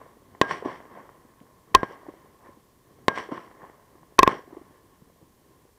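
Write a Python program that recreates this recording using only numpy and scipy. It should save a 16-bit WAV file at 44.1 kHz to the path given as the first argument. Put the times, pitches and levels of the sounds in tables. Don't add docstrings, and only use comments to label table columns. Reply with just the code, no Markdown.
import sys
import numpy as np
from scipy import signal
from scipy.fft import rfft, irfft
from scipy.io import wavfile
from scipy.ndimage import uniform_filter1d

SR = 44100
rng = np.random.default_rng(int(sys.argv[2]) if len(sys.argv) > 2 else 0)


def unload_wav(signal):
    wavfile.write(
        sys.argv[1],
        SR,
        np.round(np.clip(np.atleast_2d(signal).T, -1, 1) * 32767).astype(np.int16),
    )


N = 254898

KNOCK_HZ = 1066
BOUNCE_MS, BOUNCE_DB = 0.32, 2
FRONT_DB = -1
SWELL_RISE_DB = 20
FAR_CYCLES, FAR_ROUGH = 2.1, 0.38
FAINT_PER_S, FAINT_MAX_DB, FAINT_HZ = 4, -51, 420
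RUMBLE_DB, RUMBLE_FADE_DB_S, STEADY_DB = -51.5, 0.5, -54.5
HISS_DB, HISS_TOP_HZ = -67, 15400
CLIP, TOP_HZ = 0.705, 16900

# (time [s], blast [dB], push [ms], knock [dB], ring and returns [dB], return lead [ms])
BURSTS = [(0.4142, 11.5, 0.13, -5.5, 1, 1), (3.0822, 12.5, 0.1, -9.5, -1.5, 3.51)]
# (time [s], blast [dB], push [ms], knock [dB], metal ring [dB], scatter [dB],
# wall echo [dB], ground shake [dB], shake lead [ms])
LAUNCHES = [(1.7488, 16, 0.22, 6, -2, 1, 3, -17.5, 4.8), (1.8319, -4, 1, -38, -51, -10, -19, -50, 1.26),
            (4.1901, 12.5, 0.42, 5.5, -5, 0, -3, -20, 6.15),
            (4.2309, 13, .6, -1.5, -12.5, -10.5, -1.5, -18.5, 7),
            (4.2764, 14.5, 0.45, -15.5, -40.5, -14.5, -8.5, -21, 12)]
# (delay [s], rise [s], hold [s], low [dB], treble [dB], low t60 [s], treble t60 [s])
BURST_SCATTER = [(0, .001, 0.00057, -30.5, -7, .3, 0.021), (.012, .01, .001, -49, -37, 3.5, 0.34),
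                 (0.08, .03, 0.037, -37.5, -29, 0.37, 0.32),
                 (0.096, 0.0026, 0.004, -33, -23.5, 0.14, 0.057),
                 (0.235, 0.007, .06, -40.5, -39.5, 0.41, 0.46), (0.556, 0.21, 0.026, -49, -56.5, 0.42, .8)]
LAUNCH_SCATTER = [(0, .001, .001, -20.5, -21.5, 0.062, .06), (.02, .02, 0.00091, -40, -40.5, .45, .45),
                  (.33, .2, 0.0015, -59.5, -58, 2.2, 1.2)]
# (delay [s], level [dB], pitch [Hz], cycles)
BURST_ECHOES = [(0.0972, -14, 1490, 1.07), (.097, -36.5, 760, 7.7), (0.21, -32, 430, 2.86),
                (0.2379, -24.5, 616, 1.05), (0.2412, -22.5, 300, 3), (0.261, -32, 405, 1.44),
                (.56, -40, 700, 3.1)]
LAUNCH_ECHOES = [(0.159, -39, 462, 3.4), (0.283, -44.5, 437, 1.26), (.317, -38.5, 670, 1.56),
                 (.335, -32.5, 340, 3.5), (.39, -40, 380, 0.67)]
# (frequency [Hz], level [dB], t60 [s])
METAL_MODES = [(1614, -27, 0.4), (3760, -39.5, 0.27), (3880, -43.5, 0.092)]
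HOUSING_MODES = [(KNOCK_HZ, 0, 0.035), (440, -7.5, 0.02), (1900, -10.5, 0.021), (2600, -10, 0.014),
                 (3700, -2, 0.0083)]
# (frequency [Hz], level re knock [dB], t60 [s])
LOW_THUMP_MODES = [(35, -15.5, 0.13), (90, -28.5, .15)]
# (time [s], rise
# [s], hold [s], low [dB], treble [dB], low t60 [s], treble t60 [s])
SPARKS = [(1.89, 0.036, .05, -48.5, -46, 0.68, .15), (4.29, .012, 0.026, -31.5, -30, 0.25, 0.3)]
CRACKLE_WASHES = [(.002, .001, 0.03, -54, -59, 0.84, .6), (2.46, .08, 0.013, -51, -60, 0.31, 0.44)]
# (time [s], level [dB], pitch [Hz])
FAR_BANGS = [(0.0142, -35.5, 574), (.062, -41.5, 547), (.168, -48, 383), (0.349, -38, 830),
             (.951, -40, 3166), (1.091, -37.5, 950), (1.248, -46, 242), (1.403, -38, 2980),
             (1.411, -40.5, 236), (2.245, -49.5, 398), (2.489, -44, 299), (2.571, -46, 283),
             (2.986, -49.5, 455), (3.954, -47, 393), (4.031, -43, 918), (4.121, -46, 383),
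             (4.475, -43, 272), (4.707, -50, 300), (5.019, -47, 159), (5.098, -51.5, 501),
             (5.221, -42.5, 149), (5.556, -55, 149.1)]
# (frequency [Hz], gain [dB])
RUMBLE_SPECTRUM = [(20, 3.5), (60, 7.5), (200, -3.5), (450, -7), (900, -14), (2000, -25.5), (4000, -21),
                   (16000, -45)]
HOUSING_RESPONSE = [(20, -18.5), (100, -4.5), (400, 1.5), (780, -2.5), (1300, -7.5), (2100, -4.5),
                    (2550, -17.5), (3900, -25.5), (5000, -28.5), (6700, -35.5), (10000, -34),
                    (17000, -47.5)]
# (centre [Hz], width [Hz], boost [dB])
CAVITY_PEAKS = [(KNOCK_HZ, 120, 12.85), (1790, 340, 0.67)]
SLOT_PEAKS = [(3150, 600, 11), (4500, 300, 6), (5650, 600, 16), (8100, 1200, 4)]


def bursts():
    air, body = np.zeros((2, N))
    for s, db, push_ms, knock_db, wet_db, lead_ms in BURSTS:
        add(air, s, undb(db) * blast(push_ms))
        add(air, s + BOUNCE_MS / 1000, undb(db + BOUNCE_DB) * blast(3.57 * push_ms))
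        add(air, s, ring(METAL_MODES, wet_db))
        add(body, s + 0.00054, ring(HOUSING_MODES[2:], knock_db))
        foliage = [(max(delay_s - lead_ms / 1000, 0), *rest) for delay_s, *rest in BURST_SCATTER]
        add(air, s + 0.001, scatter(foliage, wet_db))
        for delay_s, echo_db, hz, cycles in BURST_ECHOES:
            add(air, s + delay_s - lead_ms / 1000, thud(echo_db + wet_db, hz, cycles))
    return air, body


def launches():
    air, body = np.zeros((2, N))
    for s, db, push_ms, knock_db, metal_db, wet_db, wall_db, shake_db, lead_ms in LAUNCHES:
        add(body, s - lead_ms / 1000, undb(shake_db) * ground_rattle(lead_ms))
        add(air, s, undb(db) * blast(push_ms))
        add(body, s, undb(knock_db + FRONT_DB) * blast(push_ms, rise_ms=0.014))
        add(body, s + 0.0001, ring(HOUSING_MODES, knock_db))
        add(air, s, ring(METAL_MODES, metal_db) + ring(LOW_THUMP_MODES, knock_db))
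        add(air, s + 0.00087, scatter(LAUNCH_SCATTER, wet_db))
        for delay_s, echo_db, hz, cycles in LAUNCH_ECHOES:
            add(air, s + delay_s, thud(echo_db + wall_db, hz, cycles, rough=0.27))
    return air, body


def blast(push_ms, rise_ms=0.062, suction=0.76):
    t_ms = np.arange(SR // 50) / SR * 1000
    return (1 - np.exp(-t_ms / rise_ms)) * (1 - t_ms / push_ms) * np.exp(-t_ms / push_ms / suction)


def ground_rattle(lead_ms):
    t_ms = np.arange(SR // 20) / SR * 1000
    noise = band(band(rng.standard_normal(len(t_ms)), 900, 2000), 520, 3000)
    rattle = np.sin(2 * np.pi * KNOCK_HZ * t_ms / 1000) + 0.5 * unit(noise)
    onset = np.minimum(2 * t_ms / lead_ms, 1) ** 0.16
    return rattle * onset * (t_ms < lead_ms)


def ring(modes, db):
    t = np.arange(SR // 2) / SR
    return sum(undb(db + mode_db) * np.sin(2 * np.pi * hz * t) * np.exp(-np.log(1000) * t / t60_s)
               for hz, mode_db, t60_s in modes)


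def scatter(rows, db, grain_db=2.1):
    delay_s, rise_s, hold_s, low_db, treble_db, low_t60_s, treble_t60_s = np.transpose(rows)
    t = np.arange(3 * SR // 2) / SR
    sizes = rng.exponential(size=(2, len(t) // 50)).repeat(50, axis=1)
    grains = rng.standard_normal((2, len(t))) * undb(grain_db * sizes)
    low = unit(band(grains[0], 100, 1300))
    treble = unit(band(grains[1], 1600, 11000))
    low *= swell(t, zip(delay_s, rise_s, hold_s, low_db, low_t60_s))
    treble *= swell(t, zip(delay_s, rise_s, hold_s, treble_db, treble_t60_s))
    return undb(db) * (low + treble)


def swell(t, rows):
    power = 0
    for peak_s, rise_s, hold_s, db, t60_s in rows:
        onset_db = SWELL_RISE_DB * np.maximum(peak_s - t, 0) / rise_s
        decay_db = 60 * np.maximum(t - peak_s - hold_s, 0) / t60_s
        power += undb(db - onset_db - decay_db) ** 2
    return np.sqrt(power)


def thud(db, hz, cycles, rough=0.49):
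    progress = np.arange(SR // 10) / SR * hz / cycles
    noise = unit(band(rng.standard_normal(SR // 10), 0.48 * hz, 2.3 * hz))
    pulse = np.sin(np.pi * np.minimum(progress, 1)) ** 0.85 * np.sin(2 * np.pi * cycles * progress)
    tail = noise * np.exp(-progress / 1.4) * (1 - np.exp(-progress / 0.066))
    return undb(db) * (pulse + rough * tail)


def crackle(rows):
    out = np.zeros(N)
    for s, rise_s, *rest in rows:
        add(out, s - 2 * rise_s, scatter([(2 * rise_s, rise_s, *rest)], 0))
    return out


def far_bangs():
    out = np.zeros(N)
    for s, db, hz in FAR_BANGS:
        add(out, s, thud(db, hz, FAR_CYCLES, FAR_ROUGH))
    for when, faintness, pitch in rng.random((int(FAINT_PER_S * N / SR), 3)):
        db, hz = FAINT_MAX_DB - 4 * faintness, FAINT_HZ * 2 ** (pitch - 0.5)
        add(out, when * N / SR, thud(db, hz, FAR_CYCLES, FAR_ROUGH))
    return out


def rumble():
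    hz, t = np.fft.rfftfreq(N, 1 / SR), np.arange(N) / SR
    noise = unit(irfft(rfft(rng.standard_normal(N)) * colour(RUMBLE_SPECTRUM, hz), N))
    drift_db = 2.2 * walk(9)
    lows = band(noise, 72, 600) * undb(drift_db + 1.1 * walk(86))
    highs = band(noise, 380, 15000) * undb(drift_db + walk(28))
    bass = undb(STEADY_DB) * band(noise, 13, 110)
    return (lows + highs) * undb(RUMBLE_DB - RUMBLE_FADE_DB_S * t) + bass


def housing():
    size = 2 ** 14
    hz = np.fft.rfftfreq(size, 1 / SR)
    peaks = sum(undb(db) / np.hypot(1, 2 * (hz - centre_hz) / width_hz) ** 2
                for centre_hz, width_hz, db in CAVITY_PEAKS + SLOT_PEAKS)
    gain = colour(HOUSING_RESPONSE, hz) * (1 + peaks)
    cepstrum = irfft(np.log(gain), size)
    cepstrum[1:size // 2] *= 2
    cepstrum[size // 2 + 1:] = 0
    return irfft(np.exp(rfft(cepstrum)), size)[:size // 2]


def undb(db):
    return 10 ** (np.asarray(db) / 20)


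def unit(x):
    return x / np.sqrt(np.mean(x ** 2))


def colour(points, hz):
    point_hz, db = np.transpose(points)
    return undb(np.interp(np.log(hz + 1), np.log(point_hz), db))


def band(x, lo_hz, hi_hz):
    return signal.sosfilt(signal.butter(2, [lo_hz, hi_hz], "band", fs=SR, output="sos"), x)


def add(out, s, x):
    i = int(round(s * SR))
    out[i:i + len(x)] += x[:N - i]


def walk(rate_hz):
    hold = int(SR / rate_hz)
    steps = np.repeat(rng.standard_normal(N // hold + 1), hold)
    return uniform_filter1d(uniform_filter1d(steps, hold), hold)[:N]


def scene():
    launch_air, launch_body = launches()
    sparks = crackle(SPARKS)
    burst_air, burst_body = bursts()
    background = rumble() + crackle(CRACKLE_WASHES) + far_bangs()
    air = signal.fftconvolve(launch_air + sparks + burst_air + background, housing())[:N]
    return (air + launch_body + burst_body)[None]


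def record(dry):
    hiss_filter = signal.ellip(8, 0.2, 60, HISS_TOP_HZ, fs=SR, output="sos")
    hiss = undb(HISS_DB) * signal.sosfilt(hiss_filter, rng.standard_normal(N))
    clipped = np.clip(dry + hiss, -CLIP, CLIP)
    return signal.sosfilt(signal.ellip(8, 0.2, 70, TOP_HZ, fs=SR, output="sos"), clipped)


dry = scene()
out = record(dry)
unload_wav(out)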